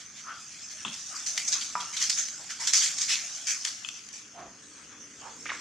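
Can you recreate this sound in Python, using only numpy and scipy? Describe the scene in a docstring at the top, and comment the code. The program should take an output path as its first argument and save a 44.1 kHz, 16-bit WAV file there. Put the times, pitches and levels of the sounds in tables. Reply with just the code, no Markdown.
"""First, faint footfalls in dry leaves: young monkeys scamper up to the microphone and run off again. Each foot
crushes a swarm of tiny cracks out of the forest floor, and the leaves rustle as they settle. Dull scuffs, a
thump and ticking twigs come from either side; something hollow is knocked once, and near the end a wheel
clatters as a monkey climbs it. A faint low outdoor hum lies behind it all, and near the end leaves swish
further off."""
import sys
import numpy as np
from scipy import signal
from scipy.fft import rfft, irfft
from scipy.io import wavfile
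from scipy.ndimage import uniform_filter1d

SR = 44100
rng = np.random.default_rng(int(sys.argv[2]) if len(sys.argv) > 2 else 0)


def unload_audio(sound):
    """Save the sound as a 16-bit wav file, at the path given as the first command line argument."""
    columns = np.transpose(np.atleast_2d(sound))
    # keep every value between -1 and 1, then stretch to whole-number steps
    steps = np.round(np.clip(columns, -1, 1) * 32767)
    wavfile.write(sys.argv[1], SR, steps.astype(np.int16))


N = 247004
TIME = np.arange(N) / SR
FREQS = np.maximum(np.arange(N // 2 + 1) * SR / N, 1)
BODY_BAND = 1 / (1 + (FREQS / 4190) ** 12)   # the dull body of the leaf sound, below 4190 Hz


def from_db(db):
    """Decibels to gain."""
    return 10 ** (np.asarray(db) / 20)


def unit_rms(x):
    """Scale to rms 1."""
    return x / np.sqrt(np.mean(x ** 2) + 1e-20)


def in_time(points):
    """A curve of (t/s, value) points at every sample."""
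    return np.interp(TIME, *np.transpose(points))


def response(points):
    """Gain at every frequency from (f/Hz, level/dB) points."""
    hz, db = np.transpose(points)
    return from_db(np.interp(np.log(FREQS), np.log(hz), db))


def resonance(hz, width_hz):
    """Gain of a broad resonance with steep skirts, 1 on top."""
    return 1 / (1 + .5 * ((FREQS - hz * hz / FREQS) / width_hz) ** 2)


def shaped(x, gain):
    """Filter by a gain per frequency."""
    return irfft(rfft(x) * gain, N)


def noise(gain):
    """Mono noise of the given spectrum; rms 1."""
    return unit_rms(shaped(rng.standard_normal(N), gain))


def coloured(x, hz, width_hz, boost):
    """Raise one resonance out of a sound; rms 1."""
    peak = signal.iirpeak(hz, hz / width_hz, fs=SR)
    return unit_rms(x + boost * signal.lfilter(*peak, x))


def ring(clicks, hz, t60):
    """A unit click sets a sine of height 1 ringing."""
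    decay, angle = from_db(-60 / (t60 * SR)), 2 * np.pi * hz / SR
    return signal.lfilter([0, np.sin(angle)], [1, -2 * decay * np.cos(angle), decay ** 2], clicks + 1e-18)


def swell(start, rise, t60, hold=0):
    """Pressure builds over the rise time, holds, then dies away."""
    age = TIME - start
    fall_db = -60 * np.clip((age - rise - hold) / t60, 0, 2)
    return np.clip(age / rise, 0, 1) * from_db(fall_db)


def panned(x, lean_db):
    """Place a sound at constant power; lean is left minus right."""
    gains = from_db(np.outer([.5, -.5], lean_db))
    return x * gains / np.sqrt(np.mean(gains ** 2, axis=0))


# stereo width at the microphone: f/Hz, side gain/dB
SIDE_GAIN = [(130, -31), (300, -19), (1000, -14), (2200, -13), (3600, -12.5), (5000, -6.5), (6500, -3.8),
             (9000, -2.4), (12000, -.4)]
def stereo(mid, side):
    """Left and right agree in the bass and part ways in the treble."""
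    return mid + shaped(side, response(SIDE_GAIN)) * np.array([[1], [-1]])


def cracks(per_s, spread_db, cap, width_hz):
    """Stereo swarm of tiny cracks, each of its own size, place and leaf pitch."""
    born = np.flatnonzero(rng.random(N) < per_s / SR)
    count = len(born)
    size = from_db(spread_db * np.minimum(rng.exponential(1, count), cap)) * rng.choice([-1, 1], count)
    place, mid_side = rng.standard_normal(count), np.zeros((2, N))
    for hz in np.linspace(900, 15000, 14):
        clicks = np.zeros((2, N))
        strength = size * rng.standard_normal(count)   # every crack excites the leaf modes differently
        clicks[:, born] = strength, strength * (place + rng.standard_normal(count)) / np.sqrt(2)
        mid_side += ring(clicks, hz, t60=np.log(1000) / (np.pi * width_hz))
    return stereo(*mid_side)


def shifting(x, patchy_db):
    """As leaves slide and curl, their resonances come and go."""
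    bins = signal.stft(x, nperseg=512)[2]
    patches = uniform_filter1d(rng.standard_normal(bins.shape[1:]), 5, axis=0)   # smooth in frequency
    patches = unit_rms(uniform_filter1d(patches, 10, axis=1))   # and in time
    return signal.istft(bins * from_db(patchy_db * patches), nperseg=512)[1][:, :N]


def leaf_bands(colour):
    """Two filter gains: the crisp top from brittle edges, the lower body from flexing blades."""
    gain = response(colour)
    return gain * (1 - BODY_BAND), gain * BODY_BAND


# spectrum of crushed leaves: f/Hz, level/dB
CRUSH_SPECTRUM = [(290, -59), (500, -59), (545, -40.5), (906, -25.5), (1380, -16), (2260, -9), (2770, -14),
                  (3290, -9), (3920, -9), (4660, 0.5), (6230, 6.5), (7000, 4), (8830, -9.5), (14000, -33),
                  (16000, -38)]
# feet nearing the microphone, then leaving: t/s, rise/s, hold/s, level/dB, depth (body re crackle)/dB,
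# blade resonance f/Hz
FOOTFALLS = [(0, 0.0019, 0, -44.5, -2.5, 3870), (0.151, .014, .03, -48.5, -3, 1710),
             (0.698, 0.01, 0, -45.5, -1.5, 2300), (0.922, 0.008, 0.0027, -40.5, -4.5, 3400),
             (1.148, 0.0089, 0.022, -36, -25, 3400), (1.261, 0.0032, 0, -29, -11, 3670),
             (1.373, 0.0045, 0.0054, -30, -6.5, 2100), (1.473, 0.0069, .005, -27.5, -14, 3800),
             (1.514, 0.013, 0.012, -25, -9, 4000), (1.606, 0.0079, 0, -32.5, -3, 3800),
             (1.797, 0.0086, 0, -37, -2.5, 3300), (1.924, 0.011, 0.013, -40, -3, 2200),
             (1.964, .004, 0.0034, -31.5, -4, 3830), (1.993, 0.024, 0.0094, -26.5, -5, 3040),
             (2.094, 0.0027, 0.0086, -26.5, -8, 3730), (2.162, 0.023, 0.0067, -26.5, -10, 1930),
             (2.488, .018, 0.00095, -34.5, -3.5, 1370), (2.595, 0.0097, 0.056, -33, -8, 2160),
             (2.667, .009, 0.0051, -26, -5.5, 3400), (2.73, 0.0054, 0.053, -22, -8, 3400),
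             (2.795, 0.025, .05, -25.5, -6.5, 3400), (2.982, .002, .005, -32, -8.5, 3700),
             (2.999, 0.015, 0.019, -28.5, -9, 3760), (3.074, 0.028, 0.032, -26, -4, 2730),
             (3.465, .01, 0.042, -28.5, -7.5, 2380), (3.646, 0.0032, .035, -32, -6, 1760),
             (3.952, .01, 0.016, -53, 1, 3080), (4.122, 0.0083, 0.058, -44, -9.5, 2440)]
def footfalls(light_depth_db=-9, light_edge_hz=6180, octaves_per_db=0.9):
    """Each foot crushes its own patch of leaves and pushes softly on the soil."""
    swarm = shifting(cracks(per_s=7000, spread_db=2.2, cap=1.4, width_hz=1960), patchy_db=3)
    edges, blades = (unit_rms(shaped(swarm, band)) for band in leaf_bands(CRUSH_SPECTRUM))
    soil = from_db(-35.5) * noise(resonance(596, width_hz=420))
    out = np.zeros((2, N))
    for start, rise, hold, level_db, depth_db, blade_hz in FOOTFALLS:
        first = int(start * SR)
        crush = swell(start, rise, t60=0.15, hold=hold)
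        settle = swell(start, rise, t60=0.49, hold=hold)
        tread = from_db(level_db) * (crush + settle)[first:first + SR] / 2
        patch = rng.integers(N - SR) + np.arange(len(tread))
        # a deeper tread breaks larger pieces, which sound lower
        edge_hz = light_edge_hz / 2 ** (octaves_per_db * max(depth_db - light_depth_db, 0))
        crisp = coloured(edges[:, patch], edge_hz, width_hz=1400, boost=0.79)
        body = coloured(blades[:, patch], blade_hz, width_hz=600, boost=1)
        out[:, first:first + SR] += tread * (crisp + from_db(depth_db) * body + soil[patch])
    return out


# spectrum of stirred leaves: f/Hz, level/dB
RUSTLE_SPECTRUM = [(350, -68), (600, -13), (801, -13.5), (919, -21), (1410, -8), (1930, -9.5), (2440, -6.5),
                   (3480, -6.5), (3890, -11.5), (5790, -1), (6550, -1), (9360, -20), (11700, -33),
                   (14900, -44), (16000, -49)]
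# stirring of the leaves around the microphone: t/s, relative level/dB
LEAF_STIR = [(0.0, -50.5), (1.46, -35), (1.68, -40), (1.9, -40), (2.14, -35), (2.31, -40.5), (2.59, -43),
             (2.79, -46), (2.93, -36), (3.27, -36.5), (3.6, -41.5), (3.87, -43), (4.04, -47.5), (4.26, -52),
             (4.43, -54.5), (5.16, -51), (5.4, -47), (5.6, -43.5)]
def rustle(body_follows=0.53):
    """Finer crackle between footfalls; its body swings less than its top, so louder is crisper."""
    stir_db = in_time(LEAF_STIR)
    crisp_db = stir_db - 1
    body_db = -53.5 + body_follows * (stir_db - stir_db.mean())
    swarm = shifting(cracks(per_s=6000, spread_db=0.5, cap=8.1, width_hz=1250), patchy_db=3.5)
    edges, blades = (unit_rms(shaped(swarm, band)) for band in leaf_bands(RUSTLE_SPECTRUM))
    return from_db(crisp_db) * edges + from_db(body_db) * blades


# spectra of the outdoor hum and of a far drone: f/Hz, level/dB
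HUM_SPECTRUM = [(20, -41), (38, -27), (55, -6.5), (90, -3), (140, -0.5), (215, 0.5), (300, -3),
                (400, -11.5), (550, -20), (800, -17), (1200, -5), (2400, -10), (8000, -86)]
DRONE_SPECTRUM = [(120, -47), (220, -4), (295, 5), (350, -6.5), (440, -2), (560, -7), (750, -31),
                  (3000, -90)]
# the hum swells a little and dips: t/s, level/dB
HUM_LEVEL = [(0, -61), (1.1, -60), (1.9, -57.5), (2.4, -60.5), (3.1, -57), (3.35, -63.5), (4.2, -60.5),
             (5.6, -58.5)]
def forest_ambience(drone_grows_s=3.65, drone_db_per_s=7.5):
    """Low hum all around, a far drone that grows late, and a thin buzz as of distant insects."""
    hum = unit_rms(stereo(*shaped(rng.standard_normal((2, N)), response(HUM_SPECTRUM))))
    drone = noise(response(DRONE_SPECTRUM))
    drone_db = -71 + drone_db_per_s * np.maximum(TIME - drone_grows_s, 0)
    buzz = unit_rms(stereo(*shaped(rng.standard_normal((2, N)), resonance(6380, width_hz=330))))
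    return from_db(in_time(HUM_LEVEL)) * hum + from_db(drone_db) * drone + from_db(-56) * buzz


# dull scuffs on either side of the microphone: t/s, rise/s, f/Hz, width/Hz, level/dB, lean/dB
SCUFF_STROKES = [(.236, 0.069, 1320, 200, -37.5, 2), (.85, 0.022, 1150, 650, -45, 5),
                 (.85, .012, 3250, 450, -38, 0), (1.1, 0.047, 1310, 280, -44, 5),
                 (1.549, .007, 1270, 350, -44.5, 2), (1.765, .04, 1300, 550, -49, 1),
                 (2.37, 0.034, 810, 400, -53, 1), (2.59, 0.017, 1000, 300, -44.5, -1),
                 (4.33, .06, 705, 55, -43, -4), (4.36, 0.054, 1130, 330, -51, 1),
                 (4.37, 0.091, 170, 300, -52, 0), (4.73, 0.075, 1400, 800, -53.5, 13),
                 (4.88, 0.06, 1400, 800, -53, 4), (5.2, 0.069, 960, 433, -43, -7.5),
                 (5.451, .008, 2300, 1000, -41, -3), (5.486, .008, 1600, 900, -37, -2)]
def scuffs(slips_per_s=1800, smooth_share=0.45, lowpass_hz=7000):
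    """Quick uneven slips excite one resonance with a broad skirt each time."""
    friction = rng.standard_normal((2, N)) * ((rng.random(N) < slips_per_s / SR) + smooth_share)
    slips = stereo(*friction)
    out = np.zeros((2, N))
    for start, rise, hz, width_hz, level_db, lean_db in SCUFF_STROKES:
        skirt = from_db(-20.5) * resonance(1.1 * hz, width_hz=1400)
        scrape = unit_rms(shaped(slips, resonance(hz, width_hz) + skirt))
        out += panned(from_db(level_db) * swell(start, rise, t60=0.34) * scrape, lean_db)
    return shaped(out, 1 / (1 + (FREQS / lowpass_hz) ** 4))


# thud and clack, centre of the image: rise/s, t60/s, f/Hz, width/Hz, relative level/dB
THUMP_PARTS = [(0.021, 0.23, 208, 59, 0.5), (0.0014, 0.039, 1160, 430, 9)]
def thump(start=0.849, level_db=-41.5):
    """Something lands with a short clack and a low thud."""
    return sum(from_db(level_db + db) * swell(start, rise, t60) * noise(resonance(hz, width_hz))
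               for rise, t60, hz, width_hz, db in THUMP_PARTS)


def struck(blows, modes, contact_hz):
    """Every blow rings all the modes at the pitch of the piece it hits; a soft contact dulls it."""
    contact = signal.butter(2, contact_hz, fs=SR, output="sos")
    out = np.zeros((2, N))
    for start, level_db, pitch, lean_db in blows:
        first = int(start * SR)
        click = signal.unit_impulse(min(SR // 2, N - first))
        tone = np.zeros(len(click))
        for k, (hz, db, t60) in enumerate(modes):
            mode = (-1) ** k * from_db(level_db + db) * ring(click, hz * pitch, t60)
            # little radiates below a mode
            radiation = signal.butter(2, 0.73 * hz * pitch, "high", fs=SR, output="sos")
            tone += signal.sosfilt(radiation, mode)
        out[:, first:first + len(tone)] += panned(signal.sosfilt(contact, tone), lean_db)
    return out


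# modes of the small struck pieces, twigs and a wheel: f/Hz, relative level/dB, t60/s
TICK_MODES = [(1080, -28, 0.012), (1280, -12.5, 0.013), (2584, -5.5, 0.028), (3180, 1.5, 0.0092),
              (3500, -7, 0.025)]
# twig ticks left of the microphone, then a wheel clattering a little right: t/s, strike level/dB, pitch ratio,
# lean/dB
TICK_BLOWS = [(.8495, -20.5, 1.02, 7), (.881, -29, 1.06, 7), (3.8475, -22.5, .99, 13),
              (3.888, -23, 1.02, 15), (5.4565, -28, .48, -3), (5.4625, -27, .7, -6), (5.4935, -24, .72, -2),
              (5.497, -28, 1.1, -2), (5.5025, -21, .66, -2), (5.5175, -22.5, .42, -2),
              (5.539, -39, .66, -2)]
def twigs_and_wheel():
    """Twigs tick together and ring briefly; near the end a wheel clatters as a monkey climbs it."""
    return struck(TICK_BLOWS, TICK_MODES, contact_hz=5560)


def tree_echo(x):
    """Trunks and ground scatter a thin, short tail back to the microphone."""
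    tail = (rng.standard_normal((2, N)) * swell(0, rise=0.003, t60=0.52))[:, :SR]
    tail /= np.sqrt(np.sum(tail ** 2, axis=1, keepdims=True))
    mono = x.mean(axis=0, keepdims=True)
    return stereo(*signal.fftconvolve(mono, tail, axes=1)[:, :N])


# single leaves breaking close by: t/s, level/dB, body re crack/dB
LEAF_SNAPS = [(1.2645, -23, -12), (1.378, -15, -2), (1.48, -20, -12), (1.527, -20, -8), (1.9685, -24, -10),
              (2.0255, -16, -10), (2.0978, -15, -12), (2.1, -15, -12), (2.1035, -14, -6), (2.197, -19, -12),
              (2.286, -24, -8), (2.674, -17, -9), (2.7355, -12, -10), (2.743, -14, -6), (2.774, -15, -10),
              (2.986, -19, -11), (3.018, -15.5, -11), (3.4705, -19, -9), (3.651, -15, -4),
              (3.888, -21, -10), (4.0885, -29, -14)]
def leaf_snaps(tear_db=-14, tear_t60=0.012):
    """A leaf breaks with one sharp crack and tears on for a few milliseconds."""
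    crisp, body = np.zeros((2, 2, N))
    age = TIME[:SR // 20]
    for start, level_db, body_db in LEAF_SNAPS:
        first = int(start * SR)
        crack = from_db(tear_db - 60 * age / tear_t60) * rng.standard_normal((2, len(age)))
        crack[0, 0] = 1   # the break itself, in the mid channel
        crisp[:, first:first + len(age)] += from_db(level_db) * crack
        body[:, first:first + len(age)] += from_db(level_db + body_db) * crack
    edge, blade = leaf_bands(CRUSH_SPECTRUM)
    return stereo(*(shaped(crisp, edge / edge.mean()) + shaped(body, blade / blade.mean())))


# modes of the hollow thing: f/Hz, relative level/dB, t60/s
HOLLOW_MODES = [(183, -38, .3), (982, -15, .21), (1400, -17, .05), (1220, 1, .011), (2450, -22, .02)]
# one knock, almost straight ahead: t/s, strike level/dB, pitch ratio, lean/dB
KNOCK_BLOWS = [(1.7539, -13, 1, 1), (1.7606, -22, 1, 1)]
def hollow_knock():
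    """Something hollow rings from two contacts so close that they sound as one."""
    return struck(KNOCK_BLOWS, HOLLOW_MODES, contact_hz=3000)


# leaves far from the microphone: t/s, rise/s, hold/s, level/dB
FAR_SWISHES = [(4.582, 0.048, 0.2, -60), (5.12, .08, 0.27, -65)]
def far_swishes():
    """Brushed leaves give a soft swish of fine, high crackle."""
    swarm = cracks(per_s=6000, spread_db=-3, cap=4.6, width_hz=1600)
    fine = unit_rms(shaped(swarm, resonance(8140, width_hz=1400) ** 2))
    return fine * sum(from_db(db) * swell(start, rise, t60=0.36, hold=hold)
                      for start, rise, hold, db in FAR_SWISHES)


# the monkeys' path, in front of the microphone and then off to the left: t/s, lean/dB
MONKEY_PATH = [(0, -4), (.6, 1), (1.5, 1), (2.1, -1.5), (3.15, -0.5), (3.5, -1), (3.8, 15), (4.9, 8),
               (5.3, 6)]
def scene():
    """The body of the leaf sound follows the animals, while its crisp top comes from all around."""
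    ticks, knock = twigs_and_wheel(), hollow_knock()
    echoes = tree_echo(from_db(-4.5) * ticks + from_db(-3) * knock)
    litter = footfalls() + rustle() + far_swishes() + leaf_snaps()
    body = shaped(litter, BODY_BAND)
    leaves = panned(body, in_time(MONKEY_PATH)) + panned(litter - body, lean_db=-0.66)
    return leaves + ticks + knock + echoes + thump() + scuffs() + forest_ambience()


def record(dry, cutoff_hz=15900):
    """The top of the microphone signal is cut steeply."""
    return signal.sosfilt(signal.ellip(10, .1, 80, cutoff_hz, fs=SR, output="sos"), dry)


dry = scene()
out = record(dry)
unload_audio(out)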